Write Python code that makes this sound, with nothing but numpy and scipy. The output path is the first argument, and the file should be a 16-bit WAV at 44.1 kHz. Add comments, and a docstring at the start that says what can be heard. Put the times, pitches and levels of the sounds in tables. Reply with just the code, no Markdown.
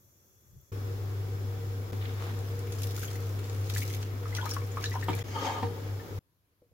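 """Kitchen shots joined by quick cuts. First a quiet table: distant rumble, hiss noise, handling and a soft contact.
Then an extractor fan, a wavering sine hum over duct-coloured air noise, runs through four shots. Just after a cut
comes a low damped thud with a click; wet rice is pushed in and curry poured into a boiling pot: shaped grainy noise,
rising bubble rings and snaps of filtered noise. The pot is knocked (decaying modes) and a wooden spoon scrapes it
(noise through its resonances), with a second knock and a short squeak. A last quiet shot holds soft contacts."""
import sys
import numpy as np
from scipy import signal
from scipy.fft import rfft, irfft, next_fast_len
from scipy.io import wavfile
from scipy.ndimage import uniform_filter1d, map_coordinates

SR = 44100
rng = np.random.default_rng(int(sys.argv[2]) if len(sys.argv) > 2 else 0)


def master(y):
    """Save y as 16-bit WAV."""
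    cut = np.clip(np.atleast_2d(y).T, -1, 1)
    pcm = np.round(cut * 32767)  # scale
    wavfile.write(sys.argv[1], SR, pcm.astype(np.int16))


N = 296793

# All source levels stand ahead of the microphone's response; colours are relative, as rush() sets the noise to rms 1.
# Shots with the fan running: start_s, end_s
FAN_SHOTS = [(.716, 1.917), (1.917, 4.045), (4.041, 5.231), (5.236, 6.192)]
FADE_IN_S, FADE_OUT_S = 0.0071, 0.0045  # at each cut of the fan shots
# Likeness of left and right noise in the room: freq_hz, likeness (1 the same, -1 opposite)
STEREO_LIKENESS = [(130, 0.7), (290, 0.81), (640, 0.62), (1400, -0.3), (3000, -0.017)]

# Quiet shots: start_s, end_s, rumble_db, hiss_db
QUIET_SHOTS = [(0, 0.713, -67.5, -63.5), (6.187, 6.74, -75, -75.5)]
# Colour of the distant rumble: freq_hz, relative_db
RUMBLE_COLOUR = [(15, -64), (25, -32), (70, -6.5), (96, -3.5), (200, -18.5), (260, -55), (440, -120)]
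# Colour of the microphone's hiss, first quiet shot: freq_hz, relative_db
FIRST_HISS_COLOUR = [(120, -45), (200, -10), (310, -14.5), (366, -6), (420, -13.5), (560, -14), (700, -23),
                     (1220, -19.5), (1860, -25), (3250, -30.5), (3400, -16), (3550, -31), (5300, -25.5),
                     (5600, -16), (7600, -18.5), (8300, -26.5), (13700, -14), (15800, -23)]
# Colour of the hiss, last quiet shot: freq_hz, relative_db
LAST_HISS_COLOUR = [(120, -34), (200, -15), (283, -5), (832, -18), (1020, -11.5), (1120, -15),
                    (1610, -16.5), (1830, -18), (7890, -24.5), (12500, -16), (15800, -23.5)]
# Handling rumble: peak_s, level_db, rise_s, fall_s (times for 20 dB)
HANDLING_SWELLS = [(.57, -51, 0.11, 0.085), (6.72, -64, 0.027, .04)]
# Soft contacts in the quiet shots: start_s, level_db, pitch_hz, t60_s
SOFT_CONTACTS = [(.612, -55, 14700, 0.04), (6.52, -72, 476, .08), (6.619, -55.5, 479, 0.16),
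                 (6.62, -58, 305, 0.056), (6.715, -63, 450, 0.087)]

HUM_HZ = 99.97
# Motor hum in each fan shot, before its waver: level_db
HUM_LEVELS_DB = [-34.5, -34, -34, -38]
WAVER_DB, WAVERS_PER_S = 1.1, 15  # spread and rate of the random points the hum level passes through
# Clearest swells and dips of the hum: centre_s, change_db, half_width_s (to 1/e of the change)
HUM_CHANGES = [(.92, 2.5, 0.054), (1.9, -3, 0.036), (2.0, 2.5, .04), (2.76, -3, 0.036), (2.87, 3.5, 0.035),
               (3.19, 2.5, 0.047), (3.61, 4, 0.033), (3.78, 5, .04), (4.83, -5, 0.039), (4.89, 3.5, 0.049),
               (5.14, 1.5, 0.07), (5.26, -3, 0.026), (5.59, -4.5, .03), (5.66, 8, 0.042),
               (5.93, 3.5, 0.075), (6.06, -15, 0.045), (6.165, 2, .03)]
# Fan air in each fan shot: level_db
FAN_AIR_LEVELS_DB = [-43, -42, -43, -43]
# Colour of the air ahead of the resonances: freq_hz, relative_db
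FAN_AIR_COLOUR = [(25, -30.5), (50, -2), (130, 2), (200, -13.5), (245, -3), (300, -3), (520, -10.5),
                  (640, -16), (1300, -14), (2600, -23.5), (7200, -27.5), (9000, -29.5), (14000, -28.5),
                  (15800, -27)]
# Duct resonances: centre_hz, width_hz, relative_db
DUCT_MODES = [(166.4, 3.5, 2.5), (380.3, 16.3, 1), (470.4, 7.6, 15), (765.4, 3.1, 10.5), (1274, 8.1, -4.5),
              (2260, 18, 1)]
# The fan's high bands: centre_hz, width_hz, relative_db
FAN_HIGH_BANDS = [(3424, 74, -2.5), (5260, 69, 2), (7120, 100, -4.5), (12180, 410, -0.5), (15600, 400, -2)]

# Wet rice sliding and sauce flowing: time_s, level_db
SLOSH_LEVEL = [(1.92, -75), (2.16, -59), (2.9, -55.5), (3.1, -55.5), (4.25, -56.5), (4.4, -49.5),
               (4.65, -55.5), (4.87, -55), (5.07, -53.5), (5.1, -41), (5.16, -41.5), (5.228, -47)]
# Colour of the slosh: freq_hz, relative_db
SLOSH_COLOUR = [(450, 0.5), (700, 1), (1100, 1), (2000, -1.5), (3500, -8.5), (6000, -28.5)]
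# Thin spray between the splashes: time_s, level_db
SIMMER_LEVEL = [(1.93, -63), (2.7, -57.5), (3.2, -64.5), (3.68, -51.5), (4.04, -62.5), (4.07, -75.5),
                (4.33, -54), (4.63, -64), (4.8, -52.5), (5.228, -69.5)]
# Rice and sauce hitting water: peak_s, level_db, rise_s, fall_s (times for 20 dB), fine_mist_db over the splash
SPLASH_SWELLS = [(2.72, -52.5, 0.02, 0.13, 2.5), (2.79, -47.5, 0.03, 0.84, 5.5),
                 (3.03, -45.5, 0.052, 0.099, 1), (3.7, -42.5, 0.011, 0.032, 6.5),
                 (3.75, -43.5, 0.034, 0.12, 2), (3.785, -45.5, 0.025, 0.17, 6),
                 (3.89, -47.5, 0.038, 0.083, 1.5), (3.94, -51, .02, .1, 0.5),
                 (4.03, -57.5, 0.032, 0.035, -6.5), (4.35, -43.5, 0.022, 0.064, 2),
                 (4.46, -43, 0.038, 0.12, 1), (4.51, -44, .04, 0.08, -1.5), (4.54, -45, 0.017, 0.054, -0.5),
                 (4.845, -38.5, 0.037, 0.065, -7), (4.94, -42, 0.016, 0.029, 0.5),
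                 (5.02, -56.5, 0.055, 0.086, 5.5), (5.09, -46.5, 0.019, 0.062, 1),
                 (5.15, -49.5, .03, 0.086, 3), (5.19, -43, 0.038, 0.052, -0.5)]
# Colour of the spray: freq_hz, relative_db
SPRAY_COLOUR = [(900, -37), (1600, -16.5), (2500, -9), (4500, -8), (6000, -6.5), (9000, -10.5),
                (12000, -11.5), (15800, -12.5)]
# Low thud just after the cut: level_db, pitch_hz, t60_s
CUT_THUD = (-27.5, 230, 0.018)
CUT_THUD_S = 1.932
# Short snaps of noise, the first a click just after the cut: start_s, level_db, centre_hz
NOISE_SNAPS = [(1.9326, -52, 3420), (2.3893, -42.5, 5200), (2.5918, -40, 7300), (2.722, -32.5, 6040),
               (2.8353, -35.5, 5740), (2.9944, -32, 10880), (3.0173, -36, 3440), (3.132, -42, 6780),
               (3.4422, -41, 4060), (3.4972, -38.5, 4340), (3.6986, -29, 3230), (3.7514, -32.5, 6490),
               (3.7822, -31, 10500), (3.8923, -40, 6060), (3.938, -34.5, 3420), (4.0292, -37, 3400),
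               (4.3502, -31.5, 5830), (4.4132, -40, 3190), (4.4445, -40.5, 3230), (4.4607, -39, 4840),
               (4.5366, -32, 5800), (4.6656, -44, 14400), (4.841, -23.5, 4070), (4.8971, -37.5, 12560),
               (5.0123, -36.5, 4070), (5.132, -37, 3260), (5.1515, -30.5, 11570)]
TICK_COUNT, TICK_TOP_DB, TICK_T60_S = 320, 6, 0.0061  # small random snaps; loudest level over the spray gain
DROP_PAN, DROP_PAN_SCATTER = 1.5, 2  # pan of drops and its spread from drop to drop, scaled in add()
# A hand pushing rice over the plastic bowl: peak_s, level_db, rise_s, fall_s (times for 20 dB), low_part_db over it
RICE_PUSHES = [(2.018, -48.5, 0.017, 0.11, -12.5), (2.056, -49, .025, 0.092, -19.5),
               (2.22, -64, 0.11, .2, 18), (2.29, -52.5, 0.13, .09, 2.5)]
# Single bubbles, and last a short squeaky ring in the scraping shot: start_s, level_db, starting_pitch_hz, t60_s
RISING_RINGS = [(2.977, -37.5, 1370, .031), (3.031, -30, 1370, 0.026), (3.051, -30, 6230, 0.032),
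                (3.081, -34.5, 3130, 0.032), (3.155, -33, 1990, 0.021), (3.699, -41, 3200, 0.041),
                (3.761, -26, 1820, 0.032), (3.819, -28.5, 2134, 0.039), (3.825, -34, 2620, 0.032),
                (3.904, -34, 2120, 0.022), (3.939, -41, 3340, .027), (4.256, -24, 1190, 0.014),
                (4.325, -32, 1980, .03), (4.35, -32.5, 3260, 0.037), (4.366, -33, 5770, 0.045),
                (4.372, -31, 1910, .03), (4.385, -26, 1450, 0.05), (4.407, -37.5, 840, 0.074),
                (4.413, -33.5, 3210, 0.055), (4.428, -28.5, 893, 0.047), (4.454, -25, 947, 0.03),
                (4.462, -24, 1180, 0.024), (4.477, -36.5, 2160, 0.035), (4.511, -19.5, 5400, 0.021),
                (4.517, -39, 1470, 0.052), (4.565, -23, 1085, 0.042), (4.616, -38, 2170, .035),
                (4.717, -38.5, 6750, 0.036), (4.77, -24.5, 1137, 0.05), (4.814, -39, 2280, 0.047),
                (4.837, -30, 1680, 0.077), (4.858, -22, 3830, 0.03), (4.916, -33.5, 1970, 0.072),
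                (4.939, -32.5, 920, 0.064), (4.954, -22.5, 932, 0.046), (5.025, -30.5, 1755, 0.067),
                (5.13, -32.5, 2300, 0.052), (5.189, -36, 1990, .03), (5.211, -37, 3230, 0.043),
                (5.285, -35.5, 1780, 0.017), (5.996, -43, 1710, 0.072)]

# Knocks on the pot: start_s, level_db, crack_db relative to the knock, before the crack is smoothed
POT_KNOCKS = [(5.0835, -26, 0), (5.628, -29, -2.5)]
# Each knock lands a second time: delay_s, change_db
KNOCK_BOUNCE = (.011, -8.5)
# Ring of the knocked pot: pitch_hz, t60_s, first_knock_db, second_knock_db (relative to the knock)
KNOCK_RING = [(160.7, 0.18, -6, -12), (242.3, 0.14, -20, 1.5), (309, 0.29, -5, -9), (361, 0.12, -3.5, -32),
              (472.4, 0.32, -15.5, -4), (778, 0.14, -8.5, -2), (921, 0.043, 6.5, 5.5), (1193, 0.05, -2, -8),
              (1825, 0.045, -10, -7.5), (2050, 0.037, -10, -23), (3200, 0.057, -8.5, -35)]
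# Spoon pressure on the pot floor: time_s, level_db
SPOON_PRESSURE = [(5.24, -55), (5.336, -44.5), (5.43, -40), (5.458, -37), (5.582, -46.5), (5.706, -57),
                  (5.9, -54.5), (5.95, -72)]
# Resonances of the scraped pot: centre_hz, width_hz, relative_db
SCRAPED_POT_MODES = [(1643, 66, 2.5), (2190, 60, 7), (2890, 46, -3.5), (4450, 200, -0.5), (5370, 180, -9.5),
                     (6380, 200, -1)]
# The pot's deep ring under the sauce: centre_hz, width_hz, relative_db
DEEP_RING_MODES = [(265, 40, 0), (354, 19, -5), (420, 18, 1.5), (548, 35, 2)]
# The pot's three loudest groups of modes, each: centre_hz, width_hz, relative_db
LOUDEST_MODES = [
    [(725, 63, -5), (902, 68, 5.5)],
    [(1224, 39, 0)],
    [(3154, 20, 0)],
]
# The spoon catches on the floor: peak_s, fall_s (for 20 dB), deep_ring_db, then level_db of each loudest group
SPOON_CATCHES = [(5.365, 0.1, -45, -38.5, -40, -44), (5.425, 0.1, -39.5, -56, -36.5, -58),
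                 (5.465, 0.27, -47.5, -33.5, -44.5, -47.5), (5.565, 0.1, -44, -41, -50, -74)]
CATCH_RISE_S = 0.035  # for 20 dB
# The same four rings under plain stirring: level_db
STIRRED_RING_DB = [-55.5, -66, -71, -83.5]

# Decay of the kitchen's answer: freq_hz, t60_s
ROOM_DECAY = [(200, 0.29), (2000, 0.15), (12000, 0.084)]
# Left channel over right at the microphone: freq_hz, left_minus_right_db
STEREO_TILT = [(100, .9), (700, 2.8), (2000, 1), (5000, 1.3), (9000, 0), (15000, 3)]
# The microphone's treble dip: freq_hz, level_db
MIC_DIP = [(7000, -0.5), (8200, -6.5), (10000, -3.5), (12000, -2)]
TOP_HZ = 15830  # nothing is kept from here up


def amp(db):
    """Decibels to gain."""
    return 10 ** (np.asarray(db) / 20)


def unit(x):
    """x at rms 1."""
    return x / np.sqrt(np.mean(x ** 2) + 1e-20)


def along(points, hz):
    """(freq_hz, value) points joined on a log frequency axis."""
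    f, values = np.transpose(points)
    return np.interp(np.log(hz + 1), np.log(f + 1), values)


def level_curve(rows):
    """Gain per sample through (time_s, level_db) points; practically silent outside them."""
    time_s, level_db = np.transpose(rows)
    return amp(np.interp(np.arange(N) / SR, time_s, level_db, left=-200, right=-200))


def swells(rows):
    """Summed gain of swells exponential on both flanks, plain and with each one's extra dB."""
    t = np.arange(0, N / SR, .001)
    each = np.array([amp(db - 20 * np.maximum((s - t) / rise, (t - s) / fall))
                     for s, db, rise, fall, *_ in rows])
    extra = amp([sum(row[4:]) for row in rows])
    return [np.interp(np.arange(N) / SR, t, gain) for gain in (each.sum(0), extra @ each)]


def filtered(x, response):
    """x times a complex response of frequency, with room for the tail."""
    m = next_fast_len(x.shape[-1] + SR // 2)
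    spectrum = rfft(x, m) * response(np.fft.rfftfreq(m, 1 / SR))
    return irfft(spectrum, m)[..., :x.shape[-1]]


def band(x, hz, octaves):
    """x at rms 1 through a band-pass around hz."""
    edges = np.clip([hz * 2 ** (-octaves / 2), hz * 2 ** (octaves / 2)], 20, .45 * SR)
    return unit(signal.lfilter(*signal.butter(2, edges, "band", fs=SR), x))


def modes(table, f):
    """Causal response of (centre_hz, width_hz, relative_db) resonances, alternating in sign."""
    return sum((-1) ** k * amp(db) * 1j * f * width / (hz * hz - f * f + 1j * f * width)
               for k, (hz, width, db) in enumerate(table))


def rush(colour, grain_db=-40., patchy_db=.5, near=0., span=(0, 6.74)):
    """Stereo noise, rms 1 inside span (s): random patches and shared bursts; near raises left-right likeness."""
    start = round(span[0] * SR)
    n = min(round(span[1] * SR), N) - start
    z = signal.stft(rng.standard_normal((2, n)), nperseg=512, noverlap=256)[2].astype(np.complex64)
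    # smooth a random gain field over frequency and time
    field = uniform_filter1d(rng.standard_normal(z.shape[1:]), 6, 0)
    field = uniform_filter1d(field, 10, 1)
    pair = signal.istft(z * amp(patchy_db * unit(field)), nperseg=512)[1][:, :n]
    # about 250 sudden bursts per second, each fading with a 4 ms time constant
    hits = rng.exponential(1, n) * (rng.random(n) < 250 / SR)
    bursts = signal.lfilter([1], [1, -np.exp(-1 / (.004 * SR))], hits)
    pair = pair * (1 + amp(grain_db) * bursts)

    def mid_side(hz):
        turn = np.arccos(np.clip(along(STEREO_LIKENESS, hz) + near, -1, .99)) / 2
        return colour(hz) * [np.cos(turn), np.sin(turn)]

    mid, side = filtered(pair, mid_side)
    return np.pad(unit(np.array([mid + side, mid - side])), ((0, 0), (start, N - start - n)))


def add(track, s, sound, pan=0., lag=0):
    """Mixes in a short sound: left gains 0.27 dB and right loses 0.87 dB per unit of pan; left lags by samples."""
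    for side_db, channel, lag_samples in ((0.27, 0, lag), (-0.87, 1, 0)):
        at = round(s * SR) + lag_samples
        track[channel, at:at + len(sound)] += amp(pan * side_db) * sound


def drop_pan():
    """A random place for one drop."""
    return DROP_PAN + DROP_PAN_SCATTER * rng.standard_normal()


def soft_contacts():
    """Damped sines whose phase wanders at random, so the rings are unclear."""
    out = np.zeros((2, N + SR))
    t = np.arange(SR // 4) / SR
    for s, db, hz, t60 in SOFT_CONTACTS:
        wander = 0.074 * np.cumsum(uniform_filter1d(rng.standard_normal(len(t)), 60))
        add(out, s, amp(db - 60 * t / t60) * np.sin(2 * np.pi * hz * t + wander))
    return out[:, :N]


def quiet():
    """Distant rumble noise, swollen by handling, and the microphone's own hiss, with soft contacts."""
    out = soft_contacts()
    now = np.arange(N) / SR
    rumble = rush(lambda f: amp(along(RUMBLE_COLOUR, f)))
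    handling = swells(HANDLING_SWELLS)[0]
    for (start, end, rumble_db, hiss_db), colour in zip(QUIET_SHOTS, (FIRST_HISS_COLOUR, LAST_HISS_COLOUR)):
        hiss = amp(hiss_db) * rush(lambda f: amp(along(colour, f)), patchy_db=1.3, span=(start, end))
        inside = (now >= start) * (now < end)
        out += inside * ((amp(rumble_db) + handling) * rumble + hiss)
    return out


def shot_gain(levels_db):
    """One steady gain for each fan shot; the louder holds where two overlap."""
    t = np.arange(N) / SR
    return np.max([amp(db) * (t >= start) * (t < end)
                   for (start, end), db in zip(FAN_SHOTS, levels_db)], axis=0)


def fan():
    """A mains-driven hum, a sine of wavering level, over air noise that rings in the duct."""
    t = np.arange(N) / SR
    air = rush(lambda f: amp(along(FAN_AIR_COLOUR, f)) * (1 + np.abs(modes(DUCT_MODES + FAN_HIGH_BANDS, f))))
    waver = map_coordinates(rng.standard_normal(200), [t * WAVERS_PER_S])
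    change_db = sum(db * np.exp(-((t - s) / width) ** 2) for s, db, width in HUM_CHANGES)
    hum_gain = shot_gain(HUM_LEVELS_DB) * amp(WAVER_DB * waver + change_db)
    hum = np.sqrt(2) * hum_gain * np.sin(2 * np.pi * HUM_HZ * t + 1.8)
    return shot_gain(FAN_AIR_LEVELS_DB) * air + hum * amp([[.35], [-.35]])  # hum 0.7 dB louder on the left


def slosh(wet_span):
    """Sliding wet rice and flowing sauce: grainy noise, more alike in left and right."""
    noise = rush(lambda f: amp(along(SLOSH_COLOUR, f)), grain_db=-11.0, patchy_db=3.0, near=0.22, span=wet_span)
    return level_curve(SLOSH_LEVEL) * noise


def spray_gain():
    """Gain of the spray: the splashes over the thin simmer."""
    return swells(SPLASH_SWELLS)[0] + level_curve(SIMMER_LEVEL)


def spray(wet_span):
    """Many unresolved droplets as grainy noise; the finest, above 8 kHz, have their own splash level."""
    splash, misty = swells(SPLASH_SWELLS)
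    noise = rush(lambda f: amp(along(SPRAY_COLOUR, f)), grain_db=0.5, patchy_db=3.0, span=wet_span)
    mist = filtered(noise, lambda f: 1 / (1 + (8000 / (f + 1)) ** 6))
    return spray_gain() * noise + (misty - splash) * mist


def cut_thud():
    """A low thud just after the cut: a fast-damped cosine."""
    out = np.zeros((2, N + SR))
    t = np.arange(SR // 2) / SR
    db, hz, t60 = CUT_THUD
    add(out, CUT_THUD_S, amp(db - 60 * t / t60) * np.cos(2 * np.pi * hz * t))
    return out[:, :N]


def snaps(fizz):
    """Short decaying bursts of band-passed noise, the first a click just after the cut, and small random ticks."""
    out = np.zeros((2, N + SR))
    t = np.arange(SR // 20) / SR
    hits = [(*row, .015) for row in NOISE_SNAPS]  # t60 of 15 ms
    for when, pitch, size in rng.random((TICK_COUNT, 3)):
        s = 2 + 3.2 * when
        db = 20 * np.log10(fizz[round(s * SR)]) + TICK_TOP_DB - 12 * size
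        hits.append((s, db, 3500 * 3.5 ** pitch, TICK_T60_S))
    for s, db, hz, t60 in hits:
        burst = band(rng.standard_normal(len(t)), hz, octaves=1.65)
        add(out, s, burst * amp(db - 60 * t / t60), drop_pan(), lag=4)
    return out[:, :N]


def pushed_rice():
    """A hand pushes rice over the plastic bowl: a crisp resonant rustle and a lower part."""
    push, low = swells(RICE_PUSHES)
    crisp_modes = [(1750, 520, 0.42), (3730, 1000, -1.5)]  # centre_hz, width_hz, relative_db
    crisp = rush(lambda f: modes(crisp_modes, f) / (1 + (f / 5000) ** 4), grain_db=0.0, span=FAN_SHOTS[1])
    body = rush(lambda f: modes([(960, 700, 0)], f), grain_db=-7.0, span=FAN_SHOTS[1])
    return push * crisp + low * body


def rising_ring(hz, t60, rise):
    """A damped, trembling ring of climbing pitch, as of a bubble nearing the surface, in a small splash."""
    t = np.arange(SR // 14) / SR
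    tremble = 0.11 * np.cumsum(uniform_filter1d(rng.standard_normal(len(t)), 40))
    onset = 1 - np.exp(-t / 0.0013)
    ring = onset * np.sin(2 * np.pi * hz * (t + rise * t * t / t60) + tremble)
    splash = band(rng.standard_normal(len(t)), 1.29 * hz, octaves=1.1)
    return amp(-60 * t / t60) * ring + amp(-16 - 60 * t / (0.86 * t60)) * splash


def bubbles_and_squeak(fizz):
    """Single bubbles and a last short squeak as rising rings, and small random bubbles that follow the spray."""
    out = np.zeros((2, N + SR))
    for s, db, hz, t60 in RISING_RINGS:
        add(out, s, amp(db) * rising_ring(hz, t60, rise=.11), drop_pan(), lag=4)
    for when, pitch, size in rng.random((170, 3)):
        s, hz = 2 + 2.9 * when, 1000 * 6.5 ** pitch
        gain = fizz[round(s * SR)] * amp(-0.5 - 17 * size)
        add(out, s, gain * rising_ring(hz, 60 / hz, rise=0.15), drop_pan(), lag=4)
    return out[:, :N]


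def pot_knocks():
    """Each knock rings the pot's decaying modes under a noisy crack, then bounces once."""
    out = np.zeros((2, N + SR))
    t = np.arange(SR // 2) / SR
    onset = 1 - np.exp(-t / 0.001)
    for k, (s, db, crack_db) in enumerate(POT_KNOCKS):
        for later, change_db in ((0, 0), KNOCK_BOUNCE):
            ring = sum(amp(row[2 + k] - 60 * t / row[1]) * np.sin(2 * np.pi * row[0] * t) for row in KNOCK_RING)
            crack = amp(crack_db - 60 * t / 0.099) * uniform_filter1d(rng.standard_normal(len(t)), 7)
            add(out, s + later, amp(db + change_db) * (ring * onset + crack), lag=2)
    return out[:, :N]


def spoon_scrape():
    """Friction noise of the wooden spoon excites the pot's resonances, which swell where it catches."""
    def scrape_colour(f):
        plain_friction = amp(-0.5) / (1 + (f / 4000) ** 2) * (f > 600)
        return modes(SCRAPED_POT_MODES, f) + plain_friction

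    friction = rush(scrape_colour, grain_db=-18.5, patchy_db=3.0, near=0.2, span=FAN_SHOTS[3])
    scrape = level_curve(SPOON_PRESSURE) * friction
    for k, table in enumerate([DEEP_RING_MODES, *LOUDEST_MODES]):
        catches = [(s, dbs[k], CATCH_RISE_S, fall) for s, fall, *dbs in SPOON_CATCHES]
        ring_gain = amp(STIRRED_RING_DB[k]) + swells(catches)[0]
        scrape += ring_gain * rush(lambda f: modes(table, f), grain_db=-9.5, near=0.23, span=FAN_SHOTS[3])
    return scrape


def room(x):
    """The kitchen's answer, 130 samples late: noise tails decaying by frequency, different on each side."""
    hz, t, z = signal.stft(rng.standard_normal((2, SR // 2)), SR, nperseg=256)
    decay = amp(-60 * t / along(ROOM_DECAY, hz)[:, None])
    tail = signal.istft(z * decay, SR, nperseg=256)[1]
    late = np.pad(x, ((0, 0), (130, 0)))
    return signal.fftconvolve(late, tail / np.linalg.norm(tail[0]), axes=1)[:, :N]


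def scene():
    """The fan shots are cut in and out, with short fades, between the quiet ones."""
    t = np.arange(N) / SR
    wet_span = FAN_SHOTS[1][0], FAN_SHOTS[2][1]
    fizz = spray_gain()
    textures = fan() + slosh(wet_span) + spray(wet_span) + pushed_rice() + spoon_scrape()
    impacts = cut_thud() + snaps(fizz) + bubbles_and_squeak(fizz) + pot_knocks()
    loud = textures + impacts + amp(-6.0) * room(impacts)
    running = sum(np.clip(np.minimum((t - start) / FADE_IN_S, (end - t) / FADE_OUT_S), 0, 1)
                  for start, end in FAN_SHOTS)
    return running * loud + quiet()


def record(dry):
    """The stereo microphone tilts left and right, dips in the treble and keeps nothing above its band limit."""
    def response(hz):
        tilt_db = along(STEREO_TILT, hz) * [[.5], [-.5]]
        return amp(tilt_db + along(MIC_DIP, hz)) * (hz < TOP_HZ)

    return filtered(dry, response)


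dry = scene()
out = record(dry)
master(out)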